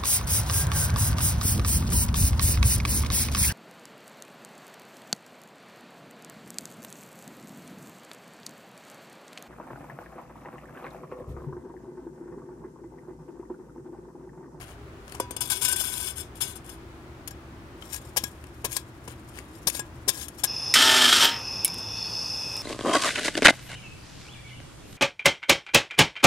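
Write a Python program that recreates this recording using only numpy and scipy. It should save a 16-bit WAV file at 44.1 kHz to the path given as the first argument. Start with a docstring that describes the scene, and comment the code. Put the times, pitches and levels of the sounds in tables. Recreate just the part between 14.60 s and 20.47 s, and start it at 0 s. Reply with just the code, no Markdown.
"""A low distant rumble and shoes shifting on dirt open this outdoor scene, close to a pair of microphones.
A small steel shovel is dragged up off stony dirt, its free blade skipping and ringing over pebbles.
Set on its tip, it is stamped into gravel five times; grit grinds along the buried blade between the stamps.
Random tiny impacts of grit drive damped modes of the blade; the distance is shaped noise with a hum and a drone.
The shovel's treble reaches mostly the left microphone."""
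import sys
import numpy as np
from scipy import signal
from scipy.fft import rfft, irfft, next_fast_len
from scipy.io import wavfile
from scipy.ndimage import uniform_filter1d, map_coordinates

SR = 44100
rng = np.random.default_rng(int(sys.argv[2]) if len(sys.argv) > 2 else 0)


def to_wav(sig):
    """Store sig (one row per channel, or 1-D mono) as 16-bit WAV at the path in sys.argv[1].

    Samples outside -1..1 are clipped; the rate is SR.
    """
    pcm = np.clip(np.atleast_2d(sig), -1, 1) * 32767
    pcm = np.round(pcm).astype(np.int16)
    wavfile.write(sys.argv[1], SR, pcm.T)  # frames by channels


N = 258867

# colour of a blow's low knock: (frequency [Hz], relative level [dB per Hz])
KNOCK_COLOUR = [(60, -26), (150, -14), (300, 2), (500, -3), (750, 0), (1050, 4.5), (1400, -13),
                (2500, -14.5), (6000, -69)]
# low modes of the shaft and blade together: (frequency [Hz], relative level [dB], t60 [s])
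SHAFT_MODES = [(382.77, -8, 0.3406), (522.11, 6, 0.10165), (679.4, 9.5, 0.0322), (976.3, 1, 0.7555),
               (2546.5, -5, 0.663)]
# the shoe stamps the blade in and it grinds on down: (time [s], crushing time [s], relative crunch level [dB],
# relative thud level [dB], sinking time from the stamp [s], relative grinding level [dB])
STAMP_BLOWS = [(3.562, 0.010803, -20.5, -33.5, 0.11831, -47.5), (4.043, 0.00518, -25, -29, 0.13661, -37.5),
               (5.069, 0.005024, -19, -31, 0.10835, -37.5), (5.477, 0.01112, -18, -32.5, 0.16571, -38.5),
               (5.834, 0.004976, -19.5, -34.5, 0.1016, -43)]


def amp(db):
    """Decibels to gain."""
    return 10 ** (np.asarray(db) / 20)


def unit(x):
    """x at rms 1."""
    return x / np.sqrt(np.mean(x ** 2) + 1e-20)


def unit_energy(x):
    """An impulse response scaled to keep the power of a white sound that passes through."""
    return x / np.sqrt(np.sum(x ** 2) + 1e-20)


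def along(points, hz):
    """Interpolate (frequency [Hz], value) points on a log frequency axis."""
    f, v = np.transpose(points)
    return np.interp(np.log(hz + 1), np.log(f + 1), v)


def wobble(rate):
    """A smooth random curve, rate knots a second."""
    knots = rng.standard_normal(int(N * rate / SR) + 4)
    return map_coordinates(knots, [np.arange(N) * rate / SR])


def filtered(x, response):
    """x times a response of frequency."""
    n = x.shape[-1]
    m = next_fast_len(n + 8192)
    spectrum = rfft(x, m) * response(np.fft.rfftfreq(m, 1 / SR))
    return irfft(spectrum, m)[..., :n]


def noise(spectrum, size):
    """Coloured noise of rms 1."""
    white = rng.standard_normal(size)
    return unit(filtered(white, lambda hz: amp(along(spectrum, hz))))


def through(force, response):
    """A body's answer to a force: the force convolved with its impulse response."""
    return signal.oaconvolve(np.float32(force), np.float32(response))[:N]


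def grit(rate):
    """Tiny impacts of uneven size, rate a second, evened out towards a steady mean power."""
    size_db = 5.5 * np.clip(rng.standard_normal(N), -2, 2)
    struck = rng.random(N) < rate / SR
    hits = struck * rng.choice([-1, 1], N) * amp(size_db)
    power = np.abs(uniform_filter1d(hits ** 2, size=400))
    return hits / np.sqrt(power + np.mean(power) / 20)


def blows(rows):
    """One envelope per level column: the knock lands at once, crunch and ring build up as grit is crushed."""
    # rows: (time [s], rise [s], fall [s], crunch [dB], optional knock [dB], optional ring [dB])
    envelopes = np.zeros((len(rows[0]) - 3, N))
    for s, rise, fall, *levels_db in rows:
        start = round(s * SR)
        t = np.arange(min(SR // 5, N - start)) / SR
        rise, fall = max(rise, 1e-4), max(fall, 1e-4)
        crush = np.minimum(t / rise, 1) * np.exp(-(np.maximum(t - rise, 0) / fall) ** 2)
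        thump = np.minimum(t / 0.0006846, 1) * np.exp(-(t / (rise + fall)) ** 2)
        for envelope, shape, db in zip(envelopes, (crush, thump, crush), levels_db):
            envelope[start:start + len(t)] += amp(db) * shape
    return envelopes


def strokes(rows, attack_s, release_s):
    """Gain per sample from rows (time [s], length [s], level [dB]): each rises, holds and dies away."""
    t = np.arange(N) / SR
    gain = np.zeros(N)
    for s, length, db in rows:
        rise = np.clip((t - s) / attack_s, 0, 1)
        gain += amp(db) * rise * np.exp(-np.maximum(t - s - length, 0) / release_s)
    return gain


def swells(rows):
    """Gain per sample from rows (peak time [s], swell time [s], level [dB]): bell-shaped pressure."""
    t = np.arange(N) / SR
    return sum(amp(db) * np.exp(-((t - s) / width) ** 2) for s, width, db in rows)


def clack(spectrum, t60):
    """Countless damped modes, made as decaying coloured noise and heard as one short crack."""
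    t = np.arange(int(SR * t60) + 64) / SR
    return unit_energy(noise(spectrum, size=len(t)) * amp(-60 * t / t60))


def ring(modes):
    """Damped sines from rows (Hz, dB, t60 s); each spot of contact excites them a little differently."""
    hz, db, t60 = np.transpose(modes)
    t = np.arange(int(SR * np.max(t60)), dtype=np.float32) / SR
    gains = amp(db + rng.normal(0, 1, len(hz)))
    # one row per mode, against time; phase in cycles
    hz, decay, phase = np.float32([hz, np.log(1000) / t60, rng.random(len(hz))])[:, :, None]
    sines = np.exp(-decay * t) * np.sin(2 * np.pi * (hz * t + phase))
    return unit_energy(gains @ sines)


def resonances(peaks):
    """The ring of rows (Hz, width Hz, dB): a wider peak dies sooner."""
    return ring([(hz, db, np.log(1000) / np.pi / width) for hz, width, db in peaks])


def together(*parts):
    """The sum of responses of unequal length."""
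    size = max(map(len, parts))
    return sum(np.pad(part, (0, size - len(part))) for part in parts)


def wandering(force, response, count=5, size=160):
    """The contact jumps between a few spots, each with an answer of its own."""
    spot = np.repeat(rng.integers(count, size=N // size + 1), size)[:N]
    return sum(through(force * (spot == k), response()) for k in range(count))


def balance(pair, sides):
    """Share a sound between the two microphones, frequency by frequency."""
    return filtered(pair, lambda hz: 2 / (1 + amp([-along(sides, hz), along(sides, hz)])))


def rumble():
    """Far rumble: shaped noise, alike in both microphones in the bass only, its level drifting."""
    # colour of the distance: (frequency [Hz], relative level [dB per Hz])
    colour = [(20, -19), (35, -13), (62, 2.5), (95, -2.5), (125, -1), (180, -10), (270, -7.5), (340, -9),
              (410, -11.5), (460, -14.5), (1200, -16.5), (2200, -23.5), (5000, -34.5), (16000, -45.5)]
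    # likeness of the two microphones: (frequency [Hz], correlation [0-1])
    likeness = [(100, 0.97), (400, 0.95), (900, 0.35), (2000, 0), (5000, 0.11)]

    def turn(hz):
        """Angle that divides the power between mid and side."""
        return np.arccos(np.clip(along(likeness, hz), -1, 1)) / 2

    mid = filtered(noise(colour, size=N), lambda hz: np.cos(turn(hz)))
    side = filtered(noise(colour, size=N), lambda hz: np.sin(turn(hz)))
    return amp(-45.5 + 0.51 * wobble(1.863)) * np.array([mid + side, mid - side])


def hum():
    """A far hum: each tone wavers as its sine and cosine parts drift at random."""
    # tones: (frequency [Hz], relative level [dB])
    tones = [(75, -56.5), (120.5, -56.5), (333.5, -58.5)]
    phase = 2 * np.pi * np.arange(N) / SR
    total = np.zeros(N)
    for hz, db in tones:
        wavering = wobble(9) * np.sin(hz * phase) + wobble(8.3) * np.cos(hz * phase)
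        total += amp(db) * unit(wavering)
    return total


def drone():
    """A far drone: a narrow band of noise around a centre that slowly sinks in pitch."""
    start_hz, sag_hz_per_s, width_hz = 394.17, 14, 70
    centre_hz = start_hz - sag_hz_per_s * np.arange(N) / SR
    phase = 2 * np.pi * np.cumsum(centre_hz) / SR
    return amp(-55) * unit(wobble(width_hz) * np.sin(phase) + wobble(width_hz) * np.cos(phase))


def distance():
    """The far rumble, hum and drone, shared between the microphones by frequency."""
    # microphone balance for the distance: (frequency [Hz], left minus right [dB])
    far_side = [(100, 1.5), (380, 1), (900, -1.5), (2400, 2), (4400, 5.5), (8000, 11), (15000, 3.5)]
    return balance(rumble() + hum() + drone(), far_side)


def shoes():
    """Soles press sand and small stones: dry ticks with no ring."""
    # shoes shift on the dirt: (time of most pressure [s], swell time [s], relative level [dB])
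    shuffles = [(.02, 0.0233, -46.5), (.095, 0.04055, -53.5), (.54, 0.0624, -54.5), (4.51, 0.02694, -50),
                (4.775, 0.0388, -50.5)]
    # small stones crack under a sole: (time [s], relative level [dB])
    pebbles = [(0.479, -42.5), (.495, -41.5), (0.5212, -32.5), (3.839, -42), (3.868, -46), (4.773, -39.5),
               (4.787, -34.5)]
    # a sole lands: (time [s], relative level [dB])
    landings = [(.546, -37), (4.476, -36)]
    # colour of sand: (frequency [Hz], relative level [dB per Hz])
    sand = [(400, 11), (1500, 7.5), (3000, -1.0), (5000, -7), (9000, 1.5), (12000, -5.5), (16000, -23)]
    step_rise_s, step_fall_s, step_crunch_db = 0.001555, 0.010268, -1
    crack_rise_s, crack_fall_s, crack_knock_db = 0.000834, 0.00353, -19
    steps = [(s, step_rise_s, step_fall_s, db + step_crunch_db, db) for s, db in landings]
    cracks = [(s, crack_rise_s, crack_fall_s, db, db + crack_knock_db) for s, db in pebbles]
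    crunch, knock = blows(steps + cracks)
    force = amp(3.0) * swells(shuffles) * grit(rate=2800) + crunch * grit(rate=14000)
    ticks = wandering(force, lambda: clack(sand, t60=0.003749), count=6)
    return ticks + amp(-1) * knock * noise(KNOCK_COLOUR, size=N)


def steel(t60):
    """The free blade's ring, t60 seconds at 5 kHz; the high modes die sooner."""
    # long-ringing modes of the free blade: (frequency [Hz], relative level [dB])
    free_modes = [(991, -4.5), (1545, -3), (2223, -6.5), (2573, -5), (2850, -2), (3122, -10.5), (3391, 0),
                  (3424, 1), (3731, -9.5), (3769, -8.5), (4102, -7), (4582, -7.5), (4775, -4.5), (5223, 3),
                  (5857, -0.5), (6212, -4), (6433, 0), (6702, -11.5), (7031, -0.5), (7629, -14.5),
                  (7736, -14.5), (8376, -2.5), (8711, 3), (9737, -11.5), (10104, -16), (10411, -14),
                  (11128, -12.5), (11906, -8.5), (12843, -14.5), (13679, -14.5)]
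    return ring([(hz, db, t60 * (5000 / hz) ** .35) for hz, db in free_modes])


def drag():
    """Grit rattles the loose blade: contact damps most of each ring, the rest sings on."""
    # the free blade drops and skips: (time [s], relative crunch level [dB], relative knock level [dB])
    drops = [(.599, -25.5, -25), (.708, -30.5, -40), (.764, -29.5, -45.5)]
    # the dragged blade catches on pebbles: (time [s], length [s], relative crunch level [dB])
    catches = [(.805, 0.021335, -24.5), (0.899, 0.01148, -22), (0.913, 0.014585, -21.5),
               (1.008, 0.03432, -27.5), (1.047, 0.01435, -20.5), (1.077, 0.02296, -24.5),
               (1.123, 0.01111, -22.5), (1.159, 0.01272, -26.5), (1.196, 0.02602, -26),
               (1.4, 0.00928, -31.5), (1.471, 0.0129, -34), (1.579, 0.00636, -35.5), (1.804, 0.03446, -25),
               (1.953, 0.02111, -41.5), (2.091, 0.01025, -39.5)]
    # pulls of the blade over the ground: (time [s], length [s], relative level [dB])
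    pulls = [(.82, 0.0887, -39.5), (.895, 0.07826, -32.5), (1.015, 0.1094, -29.5), (1.16, 0.33084, -32.5),
             (1.555, 0.05147, -38), (1.75, 0.02721, -46), (1.81, 0.09812, -40.5), (2.04, 0.09355, -52)]
    # colour of stone on steel: (frequency [Hz], relative level [dB per Hz])
    rasp = [(300, -46), (700, -3), (1500, 0.5), (2400, -0.5), (3500, 1.5), (6000, -3.5), (9000, 7.5),
            (12500, 2.5), (14500, -9.5), (16000, -26.5)]
    # blade resonances while its edge rubs on the ground: (frequency [Hz], width [Hz], relative level [dB])
    rubbed = [(1531.5, 39.14, -2), (2437.3, 131.6, -6), (3439.4, 140.7, 6), (3727.1, 92.2, -1.5),
              (4602.4, 54.8, -4), (5277.5, 33.67, -1), (6619.8, 214, 0.5), (7069.3, 133.6, -0.5),
              (7618.5, 92.94, 5.5), (8718.9, 82.5, 11), (9849, 150.2, 8.5), (10237, 202.4, 6.5),
              (10986, 92, 5.5), (11963, 106.6, 7.5), (12514, 133.6, 4.5), (13878, 105.4, -0.5),
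              (14616, 65.9, -5.5)]
    skip_rise_s, skip_fall_s = 0.0005645, 0.00622
    rise_share, snag_knock_db = 0.1861, -30  # part of a snag spent building up; its knock against its crunch

    skips = [(s, skip_rise_s, skip_fall_s, db, knock_db) for s, db, knock_db in drops]
    snags = [(s, rise_share * length, (1 - rise_share) * length, db, db + snag_knock_db)
             for s, length, db in catches]
    crunch, knock = blows(skips + snags)
    roughness = unit(amp(1.791 * wobble(140) + 0.753 * wobble(50.638)))
    friction = strokes(pulls, attack_s=0.0061, release_s=0.02152) * roughness
    force = amp(-.5) * friction * grit(rate=3500) + amp(0.5) * crunch * grit(rate=5000)

    def blade():
        """The damped answer of one spot of contact."""
        return together(amp(-7.5) * clack(rasp, t60=.005), amp(-2.7) * resonances(rubbed))

    # clear modes over many weaker ones
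    singing = amp(-8.5) * through(force, steel(t60=0.15427))
    singing += amp(-16.5) * through(force, clack(rasp, t60=0.0713))
    # the sudden start of a knock sets the whole tool ringing
    boom = amp(26.5) * through(np.gradient(knock), ring(SHAFT_MODES))
    low_knock = amp(3.0) * knock * noise(KNOCK_COLOUR, size=N)
    return wandering(force, blade, count=5) + singing + low_knock + boom


def grinding():
    """Friction on the buried blade: it sinks after each stamp, yields to leaning, and soil trickles past."""
    # weight leaned on the standing blade: (time of most pressure [s], swell time [s], relative level [dB])
    leans = [(3.26, 0.05745, -55.5), (3.348, 0.02551, -33.5), (3.46, 0.05934, -60), (4.95, 0.03902, -60),
             (5.8, 0.019966, -46.5)]
    stall_s = 0.03919  # the blade sticks for a moment before it sinks
    attack_s, release_s = 0.04634, 0.01177
    sinks = [(s + stall_s, length - stall_s, db) for s, *_, length, db in STAMP_BLOWS]
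    sinking = strokes(sinks, attack_s, release_s)
    # loosened soil keeps trickling from 3.2 s, for 3.7 s at most
    trickle = strokes([(3.2, 3.7, -66.5)], attack_s, release_s) * amp(5 * wobble(60))
    return sinking + swells(leans) + trickle


def dig():
    """The blade crushes gravel; soil grips and damps it, so stamps, jolts and grinding ring it only briefly."""
    # the upright blade is set down or jolts past a stone:
    # (time [s], relative crunch level [dB], relative ring level [dB])
    stone_jolts = [(2.674, -32.5, -51), (2.707, -44.5, -52.5), (3.636, -28.5, -35), (4.164, -23.5, -38),
                   (5.096, -29.5, -53.5), (5.146, -31.5, -40), (5.192, -31.5, -35), (5.681, -37.5, -56.5),
                   (5.791, -46, -69)]
    # colour of crushed gravel: (frequency [Hz], relative level [dB per Hz])
    gravel = [(300, -22), (800, -8), (1700, -3), (2700, -3), (3600, 0), (4500, -4), (6000, -1), (10000, -1),
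              (12000, -3), (13500, -9), (16000, -12)]
    # blade resonances when soil grips it: (frequency [Hz], width [Hz], relative level [dB])
    gripped = [(1658.8, 42.08, 7), (3521, 29.03, -7), (5140, 54.1, -4.5), (5527.4, 70.7, 10.5),
               (6356, 41, -4), (6501.5, 464.4, 23.5), (8300, 130, -35), (8155, 110, -20), (8657, 466, -2.5),
               (9413, 131.2, 14.5), (10297, 57.4, 3.5), (10134, 63.56, 9), (10810, 57, -31),
               (11758, 157.9, 19.5), (12250, 46.9, 7), (14080, 290, -5)]
    # modes of the blade standing on its tip: (frequency [Hz], relative level [dB], t60 [s])
    upright = [(1034.7, -9, 0.205), (1654.2, 2.5, 0.1054), (2570, -5, 0.1045), (3160.4, -10, 0.109),
               (3359.7, -3, 0.1376), (3530.3, -5, 0.0465), (5352.3, -4, 0.1131), (5720, -20, 0.109),
               (7172.1, 3, 0.06947), (7525.4, 6.5, 0.04675), (8702.8, 10.5, 0.04866), (11460, -15, 0.0697)]
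    # colour of the shoe's thud on the blade's step: (frequency [Hz], relative level [dB per Hz])
    thud_colour = [(60, -1.5), (150, -4), (300, -2.5), (520, -1), (750, -4), (1050, -1.5), (1400, -25.5),
                   (2500, -9), (6000, -56.5)]
    stamp_fall_s, stamp_ring_db = 0.012373, -19.5  # the ring is given against the crunch
    jolt_rise_s, jolt_fall_s, jolt_knock_db = 0.002774, 0.006188, 1  # the knock is given against the ring

    stamps = [(s, rise, stamp_fall_s, db, thud_db, db + stamp_ring_db)
              for s, rise, db, thud_db, *_ in STAMP_BLOWS]
    jolts = [(s, jolt_rise_s, jolt_fall_s, db, ring_db + jolt_knock_db, ring_db)
             for s, db, ring_db in stone_jolts]
    crunch, knock, ringing = blows(stamps + jolts)
    roughness = unit(amp(2.42 * wobble(130)))
    friction = amp(-1.0) * grinding() * roughness * grit(rate=3000)
    stones = grit(rate=4900)

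    def blade():
        """The gripped answer of one spot of contact."""
        return together(amp(-2) * clack(gravel, t60=.005), amp(-5) * resonances(gripped))

    singing = through(amp(-5.5) * friction + amp(7.0) * ringing * stones, ring(upright))
    thud = knock * noise(thud_colour, size=N)
    boom = amp(15.5) * through(np.gradient(knock), ring(SHAFT_MODES))
    return wandering(friction + amp(1.0) * crunch * stones, blade, count=5) + singing + thud + boom


def handle():
    """A short click of the hollow plastic grip as the hand takes hold."""
    # the handle clicks: (time [s], rise [s], fall [s], relative level [dB])
    clicks = [(3.222, 0.000994, 0.006186, -41.5)]
    plastic = [(1390, 237, -1), (2308.5, 317, -6), (3143.6, 261, 2)]  # (frequency [Hz], width [Hz], level [dB])
    return through(blows(clicks)[0] * grit(rate=8200), resonances(plastic))


def yard(x, lag_s, echo_db, t60):
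    """The sound reaches the left microphone first; the yard scatters a faint tail."""
    # microphone balance for the nearby sounds: (frequency [Hz], left minus right [dB])
    near_side = [(200, 1.5), (700, 0.5), (1300, 0), (2400, 14.5), (4400, 17), (6000, 26), (8000, 37.5),
                 (15000, 31.5)]
    # half the lag forward on the left, half back on the right
    direct = filtered(x, lambda hz: np.exp(np.pi * 1j * hz * lag_s * np.array([[1], [-1]])))
    scatter = [(200, -10), (3000, 10), (15000, -2)]  # (frequency [Hz], relative level [dB per Hz])
    tail = np.array([through(x, clack(scatter, t60)) for side in range(2)])
    return balance(direct + amp(echo_db) * tail, near_side)


def scene():
    """Shovel and shoes close by, the distance behind them."""
    close = shoes() + drag() + dig() + handle()
    return distance() + yard(close, lag_s=0.00019113, echo_db=-15.0, t60=0.13435)


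def record(dry):
    """The recorder keeps next to nothing above its band limit."""
    top_hz = 15900
    return filtered(dry, lambda hz: 1 / np.sqrt(1 + (hz / top_hz) ** 160))


dry = scene()
out = record(dry)
to_wav(out)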